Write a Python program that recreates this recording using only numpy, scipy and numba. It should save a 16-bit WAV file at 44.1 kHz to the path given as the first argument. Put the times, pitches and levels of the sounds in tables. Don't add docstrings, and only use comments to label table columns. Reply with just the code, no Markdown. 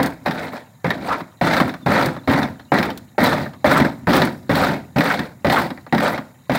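import sys
import numpy as np
from scipy import signal
from scipy.fft import rfft, irfft
from scipy.io import wavfile
from scipy.ndimage import uniform_filter1d
from numba import njit

SR = 44100
rng = np.random.default_rng(int(sys.argv[2]) if len(sys.argv) > 2 else 0)


def digitize_waveform(pressure):
    field = np.atleast_2d(pressure).T
    bounded = np.clip(field, -1, 1)
    quanta = np.round(bounded * 32767).astype(np.int16)
    wavfile.write(sys.argv[1], SR, quanta)


N = 290178
TIME = np.arange(N) / SR

# t/s, thunk/dB, boom/dB, clack/dB, crack/dB, floor f/Hz, bass tilt/(dB/octave), heel/dB
HOOF_LANDINGS = [(0.0, 1, -17.5, -15, -35, 783, -5, -24), (0.26, -5, -26, -16.5, -31.5, 755, 0, -13),
                 (0.844, -2.5, -20.5, -17, -37.5, 555, 5, -15.5),
                 (1.412, -8, -17.5, -14.5, -33.5, 660, 6, -14),
                 (1.861, -20, -18, -16, -33.5, 845, 17.5, -11.5),
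                 (2.275, -17, -15.5, -15.5, -34, 656, 5, -9.5), (2.719, 4, -16, -11.5, -33, 790, 0.5, -10),
                 (3.181, 6, -21, -12, -35, 669, 1, -9), (3.644, 8, -20, -12.5, -31, 622, 8, -8),
                 (4.071, -21, -17.5, -14, -35, 845, 3, -9.5), (4.494, 1, -16, -16, -33, 520, 13, -11),
                 (4.961, -28, -17, -18.5, -37, 710, 3.5, -4), (5.446, 2.5, -21, -14, -31.5, 601, 8.5, -8.5),
                 (5.925, -6, -14.5, -14, -30.5, 760, 0.5, -7.5),
                 (6.496, -20, -19, -15.5, -35.5, 805, 1, -12.5)]
# t/s, level/dB, boom/dB, crack/dB, struck spot f/Hz
WALL_KNOCKS = [(0.029, -10, -32, -30, 970), (0.31, -13.5, -28, -26, 1800), (0.533, -16, -25, -49, 920),
               (0.905, -1.5, -33, -19, 1770), (1.206, -15, -24.5, -37, 1200), (1.567, -2.5, -27, -19, 1340),
               (1.601, 4.5, -8, -19.5, 1040), (1.693, -16, -27, -28, 1820), (1.739, -14.5, -30, -34, 1240),
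               (2.025, -6, -27, -22, 902), (2.059, -16, -17, -31, 1980), (2.165, -15.5, -26.5, -40, 1220),
               (2.335, -6, -11.5, -23, 1930), (2.379, -9, -22, -35, 1770), (2.43, -15, -36, -22, 1410),
               (2.596, -24.5, -60, -42, 1490), (2.786, -6, -10.5, -19, 1980), (2.828, -3.5, -27, -20, 2000),
               (2.903, -12.5, -25.5, -27, 990), (2.976, -28, -44, -44, 1470), (3.216, -6, -9, -30, 1950),
               (3.259, -12, -21, -15, 930), (3.329, -5.5, -28, -25, 1180), (3.46, -14.5, -27, -45, 1560),
               (3.535, -24.5, -42, -44, 1130), (3.715, -1, -24, -17, 1500), (3.801, -1.5, -6.5, -19.5, 885),
               (3.849, -5, -15, -28, 1680), (4.132, -2, -24, -16.5, 1060), (4.218, 4, -16, -14, 830),
               (4.554, -6.5, -34, -17.5, 1960), (4.689, -6, -20, -28, 1530), (5.007, 0, -22, -20.5, 1920),
               (5.192, -10, -17.5, -22, 1740), (5.499, 2, -20, -16.5, 1880), (5.704, -14, -21, -31.5, 1030),
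               (5.775, -23, -45, -46.5, 2060), (5.865, -21.5, -39, -47.5, 1030),
               (5.981, -5, -16, -23, 1820), (6.178, -8.5, -22, -32, 920)]
# t/s, time to hardest push/s, length/s, swell/dB, judder/dB, scrape/dB, grit/dB, floor f/Hz
HOOF_DRAGS = [(0.013, 0.038, 0.048, 15, -16.5, -19.5, -34.5, 1130),
              (0.262, 0.19, 0.21, 3.5, -27.5, -25.5, -38.5, 1200),
              (0.528, 0.023, 0.024, 10, -32, -26.5, -37.5, 1120),
              (0.864, 0.075, 0.057, 13, -23, -22, -35, 1690), (0.96, 0.14, 0.2, 29, -25, -19, -33, 1110),
              (1.424, 0.1, 0.26, 8.5, -16.5, -13.5, -25, 1210),
              (1.871, 0.092, 0.22, 8.5, -15.5, -11.5, -24.5, 1194),
              (2.286, 0.049, .16, 8, -15.5, -13.5, -28, 1150),
              (2.742, 0.034, 0.15, -1, -20, -16.5, -31, 1200), (3.191, 0.052, .24, 12, -16, -11, -22, 1210),
              (3.657, 0.14, .2, -1, -14, -14.5, -28.5, 1160),
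              (4.087, 0.065, 0.18, 12, -11.5, -11.5, -22.5, 1230),
              (4.506, .11, 0.24, 7, -16, -14, -26, 1130), (4.969, 0.12, 0.27, 5, -22.5, -16, -27.5, 1180),
              (5.455, 0.072, 0.2, 21, -17.5, -13.5, -24.5, 1120),
              (5.937, 0.1, 0.21, 18, -20, -13.5, -27, 1220), (6.504, 0.051, .09, 24, -21, -16.5, -25, 1250)]
# t/s, level/dB
GRAIN_SNAPS = [(0.03, -32), (0.061, -36), (0.903, -46), (2.059, -33.5), (2.856, -48), (2.975, -42),
               (3.777, -34), (4.251, -36.5), (6.08, -42)]
# t/s, length/s, level/dB, first f/Hz, last f/Hz
FEED_GUSHES = [(1.052, 0.036, -48, 9000, 7900), (1.075, .095, -19, 980, 1220),
               (1.945, 0.093, -23, 1050, 1460), (3.739, 0.06, -15.5, 1650, 1000),
               (3.762, 0.039, -38, 8300, 7700), (4.617, 0.04, -18, 1380, 1130),
               (5.097, 0.026, -13.5, 1630, 1350), (5.546, 0.067, -15, 1450, 1020),
               (6.01, 0.048, -42, 7800, 8100)]
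# t/s, length/s, first f/Hz, last f/Hz, level/dB
BIRD_CHIRPS = [(1.37, .03, 3450, 3180, -70), (1.81, 0.047, 3750, 3420, -49), (2.18, 0.028, 3660, 3400, -48),
               (2.223, 0.051, 3520, 4600, -53), (2.597, 0.04, 3800, 4570, -55),
               (2.66, 0.073, 2650, 3100, -59)]
# f/Hz, bandwidth/Hz, level/dB
BENDING_MODES = [(74, 105, -23.5), (101.5, 12, -11), (114.7, 14.4, -7), (160, 41, 0), (177.4, 29.5, 2),
                 (227.3, 32.5, -2), (247.4, 10.4, 3), (279.7, 25.7, -1), (314.7, 46, -2.5), (349, 58, -4.5)]
# f/Hz, T60/s
TROUGH_T60 = [(60, 1), (160, 0.65), (420, 0.38), (1100, 0.36), (2900, 0.17), (8000, 0.59)]
# f/Hz, level/dB
STRUCK_SPECTRUM = [(250, -32), (390, -11), (520, -0.5), (700, -1.5), (950, -5.5), (1130, -7.5), (1400, -9),
                   (1900, -6.5), (2350, -15.5), (2900, -31), (4500, -47)]
# f/Hz, level/dB
RUBBED_SPECTRUM = [(250, -17), (390, -5), (520, 2.5), (700, 0.5), (950, -3.5), (1130, -16), (1400, -7.5),
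                   (1900, -5), (2350, -11), (2900, -29), (4500, -42)]
# f/Hz, level/dB
CRACK_SPECTRUM = [(1500, -33), (2500, 2.5), (2950, 0), (3400, 1.5), (3800, 8), (4500, 0), (5400, -4),
                  (6500, -16), (8000, -18), (11000, -17), (15500, -13)]
# f/Hz, level/dB
GRIT_SPECTRUM = [(1500, -7.5), (2500, -5), (2950, -8.5), (3800, -2), (4500, -6), (5400, -13.5),
                 (6500, -16.5), (8000, -17), (15500, -31)]
# f/Hz, level/dB
SPRAY_SPECTRUM = [(6500, -13), (8200, -3.5), (10500, -4.5), (13000, -1), (15500, 9)]
# f/Hz, level/dB
SNAP_SPECTRUM = [(1500, -20), (3800, 6.5), (6000, -3.5), (9000, -4), (15500, -3.5)]
# f/Hz, level/dB
AIR_SPECTRUM = [(18, -62), (30, -41), (118, 14), (374, -13.5), (866, -26), (1070, -11), (1160, -15.5),
                (1760, -21), (2170, -19), (2980, -48), (3770, -45), (5590, -30), (7090, -15.5),
                (7670, -24.5), (16000, -23)]


def landings():
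    out, crack = np.zeros(N), colour(CRACK_SPECTRUM)
    for s, thunk_db, boom_db, clack_db, crack_db, hz, tilt_db, _ in HOOF_LANDINGS:
        add(out, s, struck_spot(hz, thunk_db - 6, t60=0.03, detune=0.283))
        add(out, s, blow(shell(vary_db=5.1, tilt_db=tilt_db), boom_db - 1, rattle_s=0.026, snap=1.28))
        panel = colour(STRUCK_SPECTRUM, hz, focus_db=4.5)
        add(out, s, blow(panel, clack_db - 3, rattle_s=0.023, snap=0.095))
        add(out, s, blow(crack, crack_db - 4, rattle_s=0.013, snap=0.036))
    return out


def knocks(heel_delay_s=0.0225, heel_hz=1700, tick_hz=3900):
    out = np.zeros(N)
    heels = [(s + heel_delay_s, db, db - 3.5, db - 16, heel_hz * rng.uniform(.85, 1.7))
             for s, *_, db in HOOF_LANDINGS]
    for s, db, boom_db, crack_db, hz in heels + WALL_KNOCKS:
        panel = colour(STRUCK_SPECTRUM, hz, focus_db=5.5, octaves=0.39)
        crack = colour(CRACK_SPECTRUM, tick_hz * rng.uniform(0.77, 1.32), focus_db=7, octaves=0.05)
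        add(out, s, struck_spot(hz, db - 11, t60=0.022, detune=0.123))
        add(out, s, blow(shell(vary_db=1.22), boom_db - 7, rattle_s=0.0056, snap=2.1))
        add(out, s, blow(panel, db - 19.5, rattle_s=0.011, snap=0.096))
        add(out, s, blow(crack, crack_db - 11.5, rattle_s=0.0064, snap=0.15))
    return out


def struck_spot(hz, db, t60, detune, size=4096):
    t = TIME[:size]
    pair = np.sin(2 * np.pi * hz * t) + .5 * np.sin(2 * np.pi * hz * (1 + detune) * t)
    return from_db(db - 60 * t / t60) * (1 - np.exp(-hz * t)) * pair


def shell(vary_db, tilt_db=0, size=8192):
    t, out = TIME[:size], 0
    for k, (hz, width_hz, db) in enumerate(BENDING_MODES):
        strength = from_db(db + vary_db * rng.standard_normal() - tilt_db * np.log2(hz)) * (-1) ** k
        out = out + strength * width_hz * np.exp(-np.pi * width_hz * t) * np.sin(2 * np.pi * hz * t)
    return unit_energy(out)


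def blow(response, db, rattle_s, snap, size=8192, window_size=1323):
    force = unit_energy(rng.standard_normal(size) * np.exp(-TIME[:size] / rattle_s))
    force[0] += snap
    sound = signal.fftconvolve(force, response)
    return from_db(db) * sound / np.sqrt(np.mean(sound[:window_size] ** 2))


def drags(rise_s=.012, lift_db_per_s=255, settle_db_per_s=84, judder_db_per_s=8.5, glide_oct_per_s=-.33):
    judder_gain, scrape_gain, grit_gain, floor_hz = np.zeros((4, N))
    for s, push_s, length_s, swell_db, judder_db, scrape_db, grit_db, hz in HOOF_DRAGS:
        span = slice(max(int((s - rise_s) * SR), 0), int(s * SR) + SR)
        t = TIME[span] - s
        lifted_s = np.maximum(t - length_s, 0)
        release_db = np.maximum(-lift_db_per_s * lifted_s, -19 - settle_db_per_s * lifted_s)
        touch = np.clip(1 + t / rise_s, 0, 1) * from_db(release_db)
        push_db = stroke(t, push_s, length_s, swell_db, ease_db_per_s=80.5)
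        crush_db = stroke(t, push_s, length_s, swell_db, ease_db_per_s=89.5)
        judder_gain[span] += touch * from_db(judder_db + 0.15 * push_db - judder_db_per_s * t)
        scrape_gain[span] += touch * from_db(scrape_db + push_db)
        grit_gain[span] += touch * from_db(grit_db + crush_db)
        floor_hz[span] = hz * 2 ** (glide_oct_per_s * (np.minimum(t, length_s) - push_s))
    jolts = slips(per_s=900, spread_db=1.5)
    judder = judder_gain * from_db(-4.5) * evened(through(jolts, shell(vary_db=0)), 0.018)
    rubbing = scrape(jolts, scrape_gain, floor_hz)
    catch = drift(.008)
    return judder + rubbing * from_db(1.4 * catch) + grit_gain * crunch() * from_db(2.4 * catch)


def stroke(t, push_s, length_s, swell_db, ease_db_per_s):
    to_come = np.clip(1 - t / push_s, 0, 1)
    easing_s = np.maximum(np.minimum(t, length_s) - push_s, 0)
    return -swell_db * to_come - ease_db_per_s * easing_s


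def scrape(jolts, gain, floor_hz, bite_db=-22):
    panel = colour(RUBBED_SPECTRUM)
    squelch = evened(through(pings(jolts, 401.5, 3230, cycles=28), panel), 0.035)
    floor = evened(moving_resonance(through(jolts, panel), floor_hz, width_hz=260), 0.063)
    bite = gain / (gain + from_db(bite_db))
    return gain * (from_db(-3.5 - 4 * bite) * squelch + from_db(-12.5 + 7.65 * bite) * floor)


def ring(x, low_db=-9, high_db=-13, lumpy_db=7, size=40000, bands=10):
    t, response = TIME[:size], np.zeros(size)
    edges = np.geomspace(40, 17000, bands + 1)
    returns = np.minimum(t / 0.0057, 1) * from_db(lumpy_db * drift(0.0089)[:size])
    for low, high, db in zip(edges, edges[1:], np.linspace(low_db, high_db, bands)):
        fade = from_db(-60 * t / at_hz(TROUGH_T60, np.sqrt(low * high)))
        waves = unit_energy(rng.standard_normal(size) * fade * returns)
        band = signal.butter(2, [low, high], "band", fs=SR, output="sos")
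        response += from_db(db) * signal.sosfilt(band, waves)
    return through(x, response)


def crunch(spray_patchy_db=4):
    grit = colour(GRIT_SPECTRUM)
    fine = evened(through(slips(per_s=6500, spread_db=2), grit), 0.17)
    grains = pings(slips(per_s=650, spread_db=3.5), 2200, 6000, cycles=24)
    coarse = evened(through(grains, grit), 0.16)
    droplets = pings(slips(per_s=2400, spread_db=2.5), 6900, 14400, cycles=22)
    spray = evened(through(droplets, colour(SPRAY_SPECTRUM)), 0.04)
    spray_db = -15.5 + spray_patchy_db * drift(0.02)
    return from_db(-5) * fine + from_db(-7) * coarse + from_db(spray_db) * spray


def gushes(width_at_1khz=520):
    out = np.zeros(N)
    for s, length_s, db, first_hz, last_hz in FEED_GUSHES:
        hz = np.linspace(first_hz, last_hz, int(length_s * SR))
        bubbles = slips(per_s=4000, spread_db=2.5)[:len(hz)]
        for _ in range(2):
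            bubbles = moving_resonance(bubbles, hz, width_at_1khz * np.sqrt(first_hz / 1000))
        add(out, s, from_db(db) * np.hanning(len(hz)) * bubbles / bubbles.std())
    return out


def snaps():
    out = np.zeros(N)
    for s, db in GRAIN_SNAPS:
        add(out, s, blow(colour(SNAP_SPECTRUM), db, rattle_s=0.0056, snap=.15))
    return out


def drips(per_s=6, mean_db=-46, median_hz=1400, cycles=45, rise=.15, size=4096):
    out, t = np.zeros(N), TIME[:size]
    for s in TIME[rng.random(N) < per_s / SR]:
        hz = median_hz * 2 ** (.5 * rng.standard_normal())
        age = hz * t / cycles
        envelope = from_db(mean_db + 3 * rng.standard_normal() - 60 * age)
        add(out, s, envelope * np.sin(2 * np.pi * hz * t * (1 + rise * age)))
    return out


def nibbling():
    ticks = pings(slips(per_s=400, spread_db=3), 510, 6200, cycles=18)
    plastic = colour(RUBBED_SPECTRUM) + from_db(-5) * colour(CRACK_SPECTRUM)
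    rustle = through(ticks, blow(plastic, 0, rattle_s=0.011, snap=0.35))
    return from_db(-60.5) * evened(rustle, .06)


def bird():
    out = np.zeros(N)
    for s, length_s, first_hz, last_hz, db in BIRD_CHIRPS:
        hz = np.linspace(first_hz, last_hz, int(length_s * SR))
        add(out, s, from_db(db) * np.hanning(len(hz)) * np.sin(2 * np.pi * np.cumsum(hz) / SR))
    return out


def yard_air(db=-51):
    return from_db(db) * through(rng.standard_normal(N), colour(AIR_SPECTRUM))


def slips(per_s, spread_db):
    sizes = from_db(spread_db * np.minimum(rng.exponential(1, N), 4)) * rng.choice([-1, 1], N)
    return sizes * (rng.random(N) < per_s / SR)


def pings(jolts, low_hz, high_hz, cycles, count=52):
    out, dealt = np.zeros(N), rng.integers(0, count, N)
    for k, hz in enumerate(np.geomspace(low_hz, high_hz, count)):
        r, w = from_db(-60 * hz / (cycles * SR)), 2 * np.pi * hz / SR
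        force = jolts * (dealt == k) + 1e-18
        out += signal.lfilter([1 - r, 0, r - 1], [1, -2 * r * np.cos(w), r * r], force)
    return out


@njit
def moving_resonance(x, hz, width_hz):
    r, w = np.exp(-np.pi * width_hz / SR), 2 * np.pi * hz / SR
    y = np.zeros(len(x))
    for i in range(2, len(x)):
        y[i] = x[i] - x[i - 2] + 2 * r * np.cos(w[i]) * y[i - 1] - r * r * y[i - 2]
    return y


def colour(spectrum, focus_hz=1000, focus_db=0, octaves=0.2, size=2048):
    hz = np.maximum(np.fft.rfftfreq(size, 1 / SR), 1)
    db = at_hz(spectrum, hz) + focus_db * np.exp(-(np.log2(hz / focus_hz) / octaves) ** 2)
    cepstrum = irfft(np.log(from_db(db)))
    cepstrum[1:size // 2] *= 2
    cepstrum[size // 2 + 1:] = 0
    return unit_energy(irfft(np.exp(rfft(cepstrum))))


def smoothed(x, seconds):
    size = max(int(seconds * SR), 2)
    return uniform_filter1d(uniform_filter1d(x, size), size)


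def drift(seconds):
    slow = smoothed(rng.standard_normal(N), seconds)
    return slow / slow.std()


def evened(x, seconds):
    return x / np.sqrt(np.abs(smoothed(x * x, seconds)) + 1e-12)


def unit_energy(x):
    return x / np.sqrt(np.sum(x ** 2) + 1e-20)


def from_db(db):
    return 10 ** (np.asarray(db) / 20)


def at_hz(points, hz):
    points = np.array(points)
    return np.interp(np.log(np.maximum(hz, 1)), np.log(points[:, 0]), points[:, 1])


def through(x, response):
    return signal.oaconvolve(x, response)[:N]


def add(track, s, sound):
    start = int(np.clip(round(s * SR), 0, N - 1))
    track[start:start + len(sound)] += sound[:N - start]


def scene():
    trough = landings() + knocks() + snaps() + drags() + gushes() + drips() + nibbling()
    return (trough + ring(trough) + bird() + yard_air())[None]


def record(dry, bass_cut_hz=56, top_cut_hz=15750):
    thin = signal.sosfilt(signal.butter(4, bass_cut_hz, "high", fs=SR, output="sos"), dry)
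    return signal.sosfilt(signal.ellip(10, .1, 80, top_cut_hz, fs=SR, output="sos"), np.tanh(thin))


dry = scene()
out = record(dry)
digitize_waveform(out)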